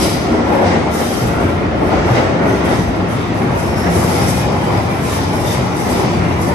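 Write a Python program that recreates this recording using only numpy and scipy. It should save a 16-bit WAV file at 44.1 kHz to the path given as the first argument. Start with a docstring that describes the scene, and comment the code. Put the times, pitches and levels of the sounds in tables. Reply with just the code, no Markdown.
"""A burst of hissing steel comes first, with brief squeals, over the rumble and roar of a train.
Two microphones on a tiled, vaulted underground platform face it as it leaves its tunnel and brakes.
Shaped noise makes the draught, rumble, drone, roar, clatter and rubbing, with grit and rings added;
wavering tones in rough halos make the squeals, and short sagging tones the low thuds."""
import sys
import numpy as np
from scipy import signal
from scipy.fft import rfft, irfft
from scipy.io import wavfile
from scipy.ndimage import uniform_filter1d, minimum_filter1d

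SR = 44100
rng = np.random.default_rng(int(sys.argv[2]) if len(sys.argv) > 2 else 0)


def wav_record(signal):
    """Record a signal, one row per channel, as 16-bit PCM in the file named by sys.argv[1]."""
    frames = np.transpose(np.atleast_2d(signal))
    bounded = np.clip(frames, -1, 1)
    # unit amplitude maps onto the largest positive 16-bit level
    quanta = np.round(bounded * 32767).astype(np.int16)
    wavfile.write(sys.argv[1], SR, quanta)


N = 288414
TIME = np.arange(N) / SR  # seconds

# Colours of the noises, relative density per Hz: pitch_hz, level_db
BOOM_COLOUR = [(20, -26), (32, -16.5), (44, -7), (52, -13), (62, 5)]
RUMBLE_COLOUR = [(40, -30), (52, -39), (64, -3.5), (90, -0.5), (125, -1.5), (155, -1), (185, -4),
                 (230, -9.5), (330, -79)]
DRONE_COLOUR = [(130, -54), (175, -7), (225, 1.5), (270, 0), (340, 0), (410, -2), (470, -7.5), (600, -16)]
ROAR_COLOUR = [(340, -7), (440, -5), (500, -0.5), (680, -1.5), (850, -3), (1020, -8.5), (1200, -16.5),
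               (1700, -61)]
GRIT_COLOUR = [(450, -21), (650, 6), (950, -1), (1400, -6.5), (2200, -10), (3000, -24.5)]
CLATTER_COLOUR = [(800, -21), (1050, -0.5), (1200, 0), (1400, 0.5), (1560, -2), (2000, -3.5), (2450, -8.5),
                  (2750, -9), (4500, -23), (8000, -52)]
BRAKE_COLOUR = [(1800, 0), (2600, -1.5), (3100, 1), (3800, -1), (4480, -3.5), (4850, -0.5), (6000, -3.3),
                (7000, -9.5), (8200, -12.5), (9300, -11), (10000, -48), (13000, -70)]
FLANGE_COLOUR = [(3000, -17), (5500, 0.5), (7000, -3.5), (8000, -5), (8700, -5.5), (9450, 2.5), (10000, 1),
                 (10800, 5.5), (11400, -1.5), (12000, -4), (12450, -14), (12900, -29)]
SKIRT_DB_PER_OCTAVE = 40  # fall beyond the ends of a colour

# Resonances of the tunnel, the wheels, and the rolling noise far off and alongside:
# pitch_hz, width_hz, lift_db
TUNNEL_MODES = [(71, 17, 1.5), (95, 11, 3), (119.4, 69, 2.5), (176.3, 15.3, 6.5), (246, 30, 1.5),
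                (354, 31, 2)]
WHEEL_MODES = [(3040, 130, 2), (3660, 130, 2), (3860, 130, 2), (4790, 140, 3.3), (5030, 70, 2),
               (5540, 150, 3.2), (5980, 170, 2.2), (6260, 70, 2.2), (7400, 200, 2), (7790, 70, 2.6),
               (8030, 90, 2.8), (9020, 60, 2.5), (9520, 200, 1.6)]
FAR_MODES = [(546, 32, 3), (688, 41, 2.5), (1040, 24, 2.2), (1366, 86, 2.5), (1760, 70, -1), (1920, 98, 2),
             (2050, 50, -0.5)]
NEAR_MODES = [(795, 40, 1.5), (840, 80, 2.7), (996, 100, 3.9), (1350, 35, 1.2), (2050, 130, 2.9),
              (2250, 70, 1.6), (2380, 140, 3.4), (2710, 55, 2.8)]
MODE_SWAY, MODE_SWAY_PER_S = .45, 5  # rms share by which resonances swell and sink; pace
ALONGSIDE_S, ALONGSIDE_BLEND_S = 3.63, 0.28  # first car draws level; how gradually

# Likeness of the diffuse sound at the two microphones: pitch_hz, likeness (-1 to 1)
LIKENESS = [(40, 0.8), (200, 0.93), (380, 0.7), (520, 0.34), (720, 0.36), (1000, 0.1), (1300, 0),
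            (1600, -0.45), (2200, 0.33), (2850, -0.33), (4400, 0.3), (5250, -0.3), (6200, 0.3), (8500, 0)]
# Likeness of the treble sizzle at the two microphones: pitch_hz, likeness
SIZZLE_LIKENESS = [(5000, .1), (7000, .1), (7800, .65), (8400, .8), (8750, 1), (9200, 0.76), (9800, 1),
                   (10400, 1), (11200, 0.75), (11900, 0.9)]
# Phase by which the sizzle leads at the right microphone: pitch_hz, lead_radians
SIZZLE_LEAD = [(7000, -3), (7500, -1.8), (8000, 0), (8850, -0.2), (9300, 1.5), (9800, 3.5), (10200, 3),
               (10700, 3.5), (11200, 5.1), (11800, 7)]
# Balance of the noises between the microphones: pitch_hz, left_minus_right_db
BALANCE = [(60, 2), (350, 1.5), (900, 3), (1500, 0.5), (2000, -3.5), (2500, 1), (3500, 4), (5000, 3),
           (6800, 2.5), (9000, -0.5)]
# Time for the vault's echoes to fall 60 dB: pitch_hz, t60_s
TUNNEL_T60 = [(80, 2.8), (500, 0.33), (2000, 0.77), (8000, 0.88)]

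# Gusts in the air ahead of the cars, length at half height: middle_s, length_s, lift_db
GUSTS = [(.35, 0.32, 13.5), (1.28, 0.22, 8), (1.58, .25, 6), (2.05, 0.49, 14), (2.8, 0.45, 10),
         (3.477, .15, 10), (5.49, .15, 10)]
DRAUGHT_DB = -38.5  # the steady air beneath the gusts

# The rolling train between swells, before trims: time_s, rumble_db, drone_db, roar_db
ROLLING = [(0, -23, -20.5, -26), (.85, -22.5, -18.5, -21.5), (1.08, -25.5, -21, -24),
           (1.6, -21, -19.5, -23.5), (2.6, -21, -19.5, -24.5), (3.2, -22, -22, -25), (3.7, -20, -21.5, -25),
           (4.4, -19.5, -22.5, -22), (5.0, -21.5, -22.5, -24.5), (5.7, -21, -22, -24),
           (6.54, -20, -20.5, -23.5)]
# Brief swells and dips of the rolling noise, length at half height:
# middle_s, length_s, rumble_lift_db, drone_lift_db, roar_lift_db, clatter_lift_db
ROLLING_SWELLS = [(0.035, 0.088, 3, 5, 4, 3.5), (0.373, 0.14, -1.5, 3, 3.5, 0.5),
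                  (0.59, 0.18, -1.5, 3, 8, 2.5), (0.73, 0.085, 4, 1.5, 2, 3), (1.447, 0.13, -2, 3, 2, 3.5),
                  (1.832, 0.044, -3, 0.5, 4, -0.5), (1.933, 0.14, 1, 4, 6, 4.5),
                  (2.162, 0.2, 0, 1, 5.5, 5.5), (2.183, 0.033, -2, 5, 4.5, 4.5),
                  (2.47, 0.18, -0.5, 3.5, 5, 3.5), (2.713, 0.14, 1.5, 3, 5, 5),
                  (3.22, 0.15, -0.5, 0.5, -2, 1.5), (3.47, 0.19, 0, 2, 2.5, 1.5),
                  (3.924, 0.2, 1.5, 2.5, 4, 3.5), (4.193, 0.14, 1, 2, 3.5, 2.5),
                  (4.55, 0.12, -2, 2, 2, -2.5), (4.723, 0.12, 1, 3.5, 2, 2), (5.976, 0.21, 0.5, 3.5, 2, 1),
                  (6.274, 0.15, 1.5, .8, -1, 2)]
CLATTER_DB, ROAR_REF_DB = -30.5, -24  # clatter between swells when the roar is at the reference
CLATTER_FOLLOW = 0.47  # share of the roar's swings between swells, in dB, that the clatter follows
# Grit: level against the roar, grains a second, mean of their random extra size
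GRIT_DB, GRIT_PER_S, GRIT_SPREAD_DB = -8, 330, 4.5
# Rings: level against the clatter, rings a second, half the range of their sizes
RING_DB, RINGS_PER_S, RING_SPREAD_DB = -7, 70, 3
RING_LOW_HZ, RING_HIGH_HZ = 850, 2561
RING_RISE_S, RING_GLIDE_PER_S = .022, .12  # time to peak; largest drift, share of pitch a second

# Brake blocks bite on the wheels, before a trim: start_s, rise_s, release_after_s, level_db
BRAKE_BITES = [(-.03, 0.062, 0.061, -26.5), (.635, 0.029, 0.048, -32.5), (.89, 0.14, 0.34, -35),
               (1.84, 0.091, 0.3, -38), (2.12, 0.038, 0.041, -32), (2.42, 0.11, 0.2, -38.5),
               (2.62, .1, 0.16, -36), (3.13, 0.037, 0.14, -43), (3.73, 0.13, 0.29, -39),
               (4.0, 0.11, 0.46, -35), (4.63, 0.11, 0.18, -39.5), (5.02, 0.064, 0.22, -35),
               (5.43, 0.052, 0.096, -32.3), (5.81, .14, 0.27, -34)]
# Light drag of the blocks between bites, before the same trim: time_s, level_db
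BRAKE_DRAG = [(0, -37), (1.7, -44.5), (3.05, -44), (3.6, -41), (6.54, -40)]
# Flanges press against the rail, before a trim: start_s, rise_s, release_after_s, level_db
FLANGE_RUBS = [(-.03, 0.05, 0.061, -25.5), (.445, 0.034, 0.16, -45), (.9, 0.047, 0.31, -33),
               (1.39, 0.016, 0.032, -41), (1.76, 0.064, 0.15, -48), (2.04, 0.059, 0.072, -42),
               (2.4, 0.067, 0.15, -43.5), (2.63, 0.024, 0.12, -39), (3.07, 0.035, 0.07, -42),
               (3.33, 0.023, 0.07, -44.5), (3.5, 0.1, 0.18, -40), (3.76, 0.021, 0.041, -38),
               (3.88, 0.055, .42, -32), (4.07, 0.033, 0.05, -37), (4.24, .04, 0.08, -34),
               (4.55, 0.056, 0.5, -43), (4.98, 0.046, 0.2, -36), (5.31, 0.027, 0.17, -35.5),
               (5.43, 0.06, 0.083, -34), (5.72, 0.056, 0.19, -37), (5.85, 0.079, 0.13, -37),
               (6.38, 0.044, 0.075, -36.5)]
# Light touch of the flanges between rubs, before the same trim: time_s, level_db
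FLANGE_DRAG = [(0, -61), (3.0, -57), (6.54, -47)]
BRAKE_FADE_DB_PER_S, FLANGE_FADE_DB_PER_S = 55, 79
WAVER_DB, WAVER_PER_S = 1.5, 22  # random wavering of the sizzle's level: rms depth, pace
# Rms depth of the drifting patches in each noise
ROAR_PATCHY_DB, CLATTER_PATCHY_DB, HISS_PATCHY_DB, SIZZLE_PATCHY_DB = 1.8, 1.7, 1.9, 2.8

# Wheels sing out, level before trim and panning:
# peak_s, rise_s, fade_s, pitch_hz, width_hz, level_db, clean_share (of the power)
SQUEALS = [(.04, .04, .064, 2980, 90, -45, .2), (.04, .04, .05, 5440, 80, -41, .3),
           (.06, .06, 0.11, 4820, 100, -37.5, 0.2), (.04, .03, .04, 5030, 60, -40, .3),
           (.05, .04, 0.12, 4150, 300, -41, 0), (.595, 0.045, .035, 547, 25, -20, 0.9),
           (.675, .022, 0.034, 2100, 80, -33.5, .5), (.735, .012, 0.014, 1933, 110, -27, .4),
           (.92, .013, 0.034, 9420, 60, -47, .4), (.93, .015, .035, 6660, 60, -48, .5),
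           (2.5, .04, .055, 6230, 70, -51, .4), (2.73, .036, .036, 5230, 60, -48, .4),
           (3.22, .06, .08, 3560, 380, -44, 0), (3.8, 0.094, 0.093, 5420, 125, -40, 0.2),
           (4.35, 0.071, .14, 2450, 54, -42, .2), (5.12, .05, 0.045, 3850, 110, -43, .15),
           (5.5, 0.04, 0.036, 3600, 170, -38, .05)]
CORE_WAVER = .25  # rms waver of a squeal's clean tone, as a share of its width
# Low thuds and swells in the rumble, level before a trim, pitch one fade time in:
# start_s, level_db, pitch_hz
THUDS = [(.3, -14.5, 316), (0.304, -14.5, 233), (0.648, -15, 91.5), (1.215, -15, 118), (1.44, -12.5, 89.6),
         (2.021, -16, 90), (2.095, -11.5, 119), (2.78, -17, 181), (2.98, -16.5, 179.3), (3.46, -16.5, 125),
         (3.86, -12.5, 175), (3.959, -16.5, 89), (4.765, -13, 106.7), (5.565, -13, 128), (6.22, -18.5, 169),
         (6.29, -14, 90)]
THUD_ECHO_DB, THUD_SAG_PER_S = -15, .7  # vault's answer; share of the pitch lost a second

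CEILING, EDGE_HZ = .95, 12931  # limiter's peak level (full scale 1); top of the band


def gain_of(db):
    """Decibels to gain."""
    return 10 ** (np.asarray(db) / 20)


def evened(x):
    """Scales to rms 1."""
    return x / np.sqrt(np.mean(x ** 2) + 1e-20)


def read(points, hz):
    """Reads a spectrum on a log-frequency axis."""
    f, value = np.transpose(points)
    return np.interp(np.log(hz + 1), np.log(f), value)


def shade(colour, hz):
    """A colour in dB, falling away steeply beyond its first and last point."""
    octaves = np.log2((hz + 1) / np.clip(hz + 1, colour[0][0], colour[-1][0]))
    return read(colour, hz) - SKIRT_DB_PER_OCTAVE * abs(octaves)


def levels(table):
    """The dB columns of a curve as gains, sample by sample."""
    s, *columns = np.transpose(table)
    return [gain_of(np.interp(TIME, s, c)) for c in columns]


def swell(s, length):
    """A smooth bump of height 1 around s, as wide as length at half height."""
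    return .5 ** ((2 * (TIME - s) / length) ** 2)


def wander(rate):
    """Slow random curve of about rms 1, its changes fading out above the given rate a second."""
    size = 2 ** 15
    hz = np.fft.rfftfreq(size, TIME[-1] / size)
    slow = irfft(rfft(rng.standard_normal(size)) * np.exp(-(hz / rate) ** 2))
    return evened(np.interp(TIME, np.linspace(0, TIME[-1], size), slow))


def unlike(first, second, same):
    """Mixes two independent spectra into one that resembles the first by the given likeness."""
    return same * first + np.sqrt(1 - same ** 2) * second


def pair(colour, modes, likeness, lead=((1000, 0),), patchy_db=1., sway=0, size=2048):
    """Resonant noise with drifting patches at two microphones; their mean has rms 1."""
    frames, hz = N * 4 // size + 5, np.fft.rfftfreq(size, 1 / SR)
    a, b, c, d, patches = rng.standard_normal((frames, len(hz), 5)).T
    same = np.clip(read(likeness, hz), -1, 1)[:, None]
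    left = a + 1j * b
    right = unlike(left, c + 1j * d, same) * np.exp(1j * read(lead, hz))[:, None]
    side = gain_of(read(BALANCE, hz) / 2)[:, None]

    # each resonance swells and sinks on its own
    sway_frames = round(frames / TIME[-1] / MODE_SWAY_PER_S)
    chance = rng.standard_normal((len(modes), frames))
    drive = 1 + sway * evened(uniform_filter1d(chance, sway_frames))
    peaks = [db / (1 + (2 * (hz - f) / width) ** 2) for f, width, db in modes]
    lift_db = np.transpose(peaks) @ drive

    # smoothed over 5 frequency bins, then 12 frames
    patches = uniform_filter1d(patches, size=5, axis=0)
    patches = evened(uniform_filter1d(patches, size=12, axis=1))
    level_db = shade(colour, hz)[:, None] + lift_db + patchy_db * patches
    z = np.array([left * side, right / side]) * gain_of(level_db)
    x = signal.istft(z, nperseg=size, noverlap=size * 3 // 4)[1][:, :N]
    return x / x.mean(0).std()


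def tunnel(x):
    """The tiled vault: sparse echoes of random sign, dying at a pace set by frequency."""
    taps = rng.choice([-1., 1.], (2, SR)) * (rng.random((2, SR)) < 2000 / SR)  # 2000 a second
    hz, t, z = signal.stft(taps, SR, nperseg=256)
    same = np.clip(read(LIKENESS, hz), -1, 1)[:, None]
    z = np.array([z[0], unlike(z[0], z[1], same)])
    decay = np.exp(-np.log(1000) * t / read(TUNNEL_T60, hz)[:, None])
    tail = signal.istft(z * decay, SR, nperseg=256)[1]
    return signal.fftconvolve(x[None], tail / np.linalg.norm(tail[0]), axes=1)[:, :N]


def draught():
    """The train drives air through the tube like a piston: a deep, uneven boom."""
    push = gain_of(DRAUGHT_DB + sum(db * swell(s, length) for s, length, db in GUSTS))
    return push * pair(BOOM_COLOUR, TUNNEL_MODES, LIKENESS, patchy_db=2.4, size=8192)


def nearing(colour, patchy_db, size):
    """Rolling noise whose resonances change from far to near as the first car draws level."""
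    near = (1 + np.tanh((TIME - ALONGSIDE_S) / ALONGSIDE_BLEND_S)) / 2
    out = 0
    for share, modes in ((1 - near, FAR_MODES), (near, NEAR_MODES)):
        noise = pair(colour, modes, LIKENESS, patchy_db=patchy_db, sway=MODE_SWAY, size=size)
        out = out + np.sqrt(share) * noise
    return out


def grit():
    """Pits and grains tick under the treads, hundreds a second, blurred by the vault."""
    hits = (rng.random(N) < GRIT_PER_S / SR) * rng.choice([-1, 1], N)
    ticks = hits * gain_of(GRIT_SPREAD_DB * np.minimum(rng.exponential(1, N), 4))
    x = irfft(rfft(ticks) * gain_of(shade(GRIT_COLOUR, np.fft.rfftfreq(N, 1 / SR))), N)
    return gain_of(GRIT_DB) * evened(0.56 * x + tunnel(x))


def rings():
    """Knocks set wheels and rails ringing briefly at scattered pitches that drift a little."""
    t = np.arange(SR // 4) / SR
    out = np.zeros((2, N + SR))
    shape = t / RING_RISE_S * np.exp(-t / RING_RISE_S)
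    knocks = rng.random((round(RINGS_PER_S * TIME[-1]), 6))
    for when, pitch, glide, strength, *phases in knocks:  # one phase for each microphone
        hz = RING_LOW_HZ * (RING_HIGH_HZ / RING_LOW_HZ) ** pitch
        drift = 1 + RING_GLIDE_PER_S * (glide - .5) * t
        angle = 2 * np.pi * (hz * t * drift + np.array(phases)[:, None])
        ring = gain_of(RING_SPREAD_DB * 2 * strength) * shape * np.sin(angle)
        out[:, int(when * N):][:, :len(t)] += ring
    return gain_of(RING_DB) * evened(out[:, :N])


def rolling():
    """Car bodies rumble and drone, changing in brief swells; roar and clatter jolt together."""
    rumble, drone, roar = levels(ROLLING)
    clatter = gain_of(CLATTER_DB) * (roar / gain_of(ROAR_REF_DB)) ** CLATTER_FOLLOW
    lift_db = sum(np.outer(lifts, swell(s, length)) for s, length, *lifts in ROLLING_SWELLS)
    rumble, drone, roar, clatter = [rumble, drone, roar, clatter] * gain_of(lift_db)
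    jolts = wander(rate=28)
    low = rumble * pair(RUMBLE_COLOUR, TUNNEL_MODES, LIKENESS, patchy_db=0.0, size=8192)
    body = drone * pair(DRONE_COLOUR, TUNNEL_MODES, LIKENESS, patchy_db=0.5, size=4096)
    wheels = roar * (nearing(ROAR_COLOUR, ROAR_PATCHY_DB, size=4096) + grit())
    rail = clatter * (nearing(CLATTER_COLOUR, CLATTER_PATCHY_DB, size=2048) + rings())
    steady = gain_of(0.5) * low + body
    return steady + wheels * gain_of(1.17 * jolts - 0.12) + rail * gain_of(0.33 * jolts)


def contacts(table, drag, fade_db_per_s):
    """Gain of a rubbing contact: each touch rises, holds and dies away, over a light drag."""
    power = levels(drag)[0] ** 2
    for s, rise, release, db in table:
        t = TIME - s
        fade_db = fade_db_per_s * np.maximum(t - release, 0)
        touch = np.clip(t / rise, 0, 1) * gain_of(db - fade_db)
        power = power + touch ** 2
    return np.sqrt(power)


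def rubbing():
    """Brake blocks hiss and flanges sizzle: noise through the wheels' swaying resonances."""
    brake = contacts(BRAKE_BITES, BRAKE_DRAG, BRAKE_FADE_DB_PER_S)
    flange = contacts(FLANGE_RUBS, FLANGE_DRAG, FLANGE_FADE_DB_PER_S)
    hiss = brake * pair(BRAKE_COLOUR, WHEEL_MODES, LIKENESS,
                        patchy_db=HISS_PATCHY_DB, sway=MODE_SWAY)
    sizzle = flange * pair(FLANGE_COLOUR, WHEEL_MODES, SIZZLE_LIKENESS, lead=SIZZLE_LEAD,
                           patchy_db=SIZZLE_PATCHY_DB, sway=MODE_SWAY)
    waver = gain_of(WAVER_DB * wander(rate=WAVER_PER_S))
    return gain_of(-0.07) * hiss + gain_of(-0.95) * sizzle * waver


def squeals():
    """Rubbing drives one wheel mode: a wavering tone in a rough halo that swells and dies."""
    out = np.zeros(N)
    for s, rise, fade, hz, width, db, clean in SQUEALS:
        clean = np.clip(clean, 0, 1)
        envelope = np.exp(-((TIME - s) / np.where(TIME < s, rise, fade)) ** 2 / 2)
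        angle = 2 * np.pi * hz * TIME
        waver_turns = np.cumsum(CORE_WAVER * width * wander(rate=width)) / SR
        core = np.sqrt(2) * np.sin(angle + 2 * np.pi * waver_turns)
        halo = wander(rate=width) * np.cos(angle) + wander(rate=width) * np.sin(angle)
        out += gain_of(db) * envelope * (np.sqrt(clean) * core + np.sqrt(1 - clean) * halo)
    leftward = gain_of([[1.5], [-1.5]])
    return gain_of(2.0) * (out + tunnel(out) / 2) * leftward


def thuds(rise=0.0094, fade=0.049):
    """A brief low boom, sagging in pitch, with a faint answer from the vault."""
    out = np.zeros(N)
    for s, db, hz in THUDS:
        t = np.maximum(TIME - s, 0)
        turns = hz * t * (1 - THUD_SAG_PER_S * (t / 2 - fade))
        envelope = (1 - np.exp(-t / rise)) * np.exp(-t / fade)
        out += gain_of(db) * envelope * np.sin(2 * np.pi * turns)
    return gain_of(6.0) * (out + gain_of(THUD_ECHO_DB) * tunnel(out))


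def scene():
    """The whole train as heard from the platform."""
    return draught() + rolling() + rubbing() + squeals() + thuds()


def record(dry):
    """A quick limiter holds the highest peaks under the ceiling; then the treble is cut off."""
    room = np.minimum(1, CEILING / (abs(dry).max(0) + 1e-9))
    held = dry * uniform_filter1d(minimum_filter1d(room, size=441), size=441)
    low_pass = signal.firwin(511, EDGE_HZ, window=("kaiser", 9), fs=SR)
    return signal.oaconvolve(held, low_pass[None], "same")


dry = scene()
out = record(dry)
wav_record(out)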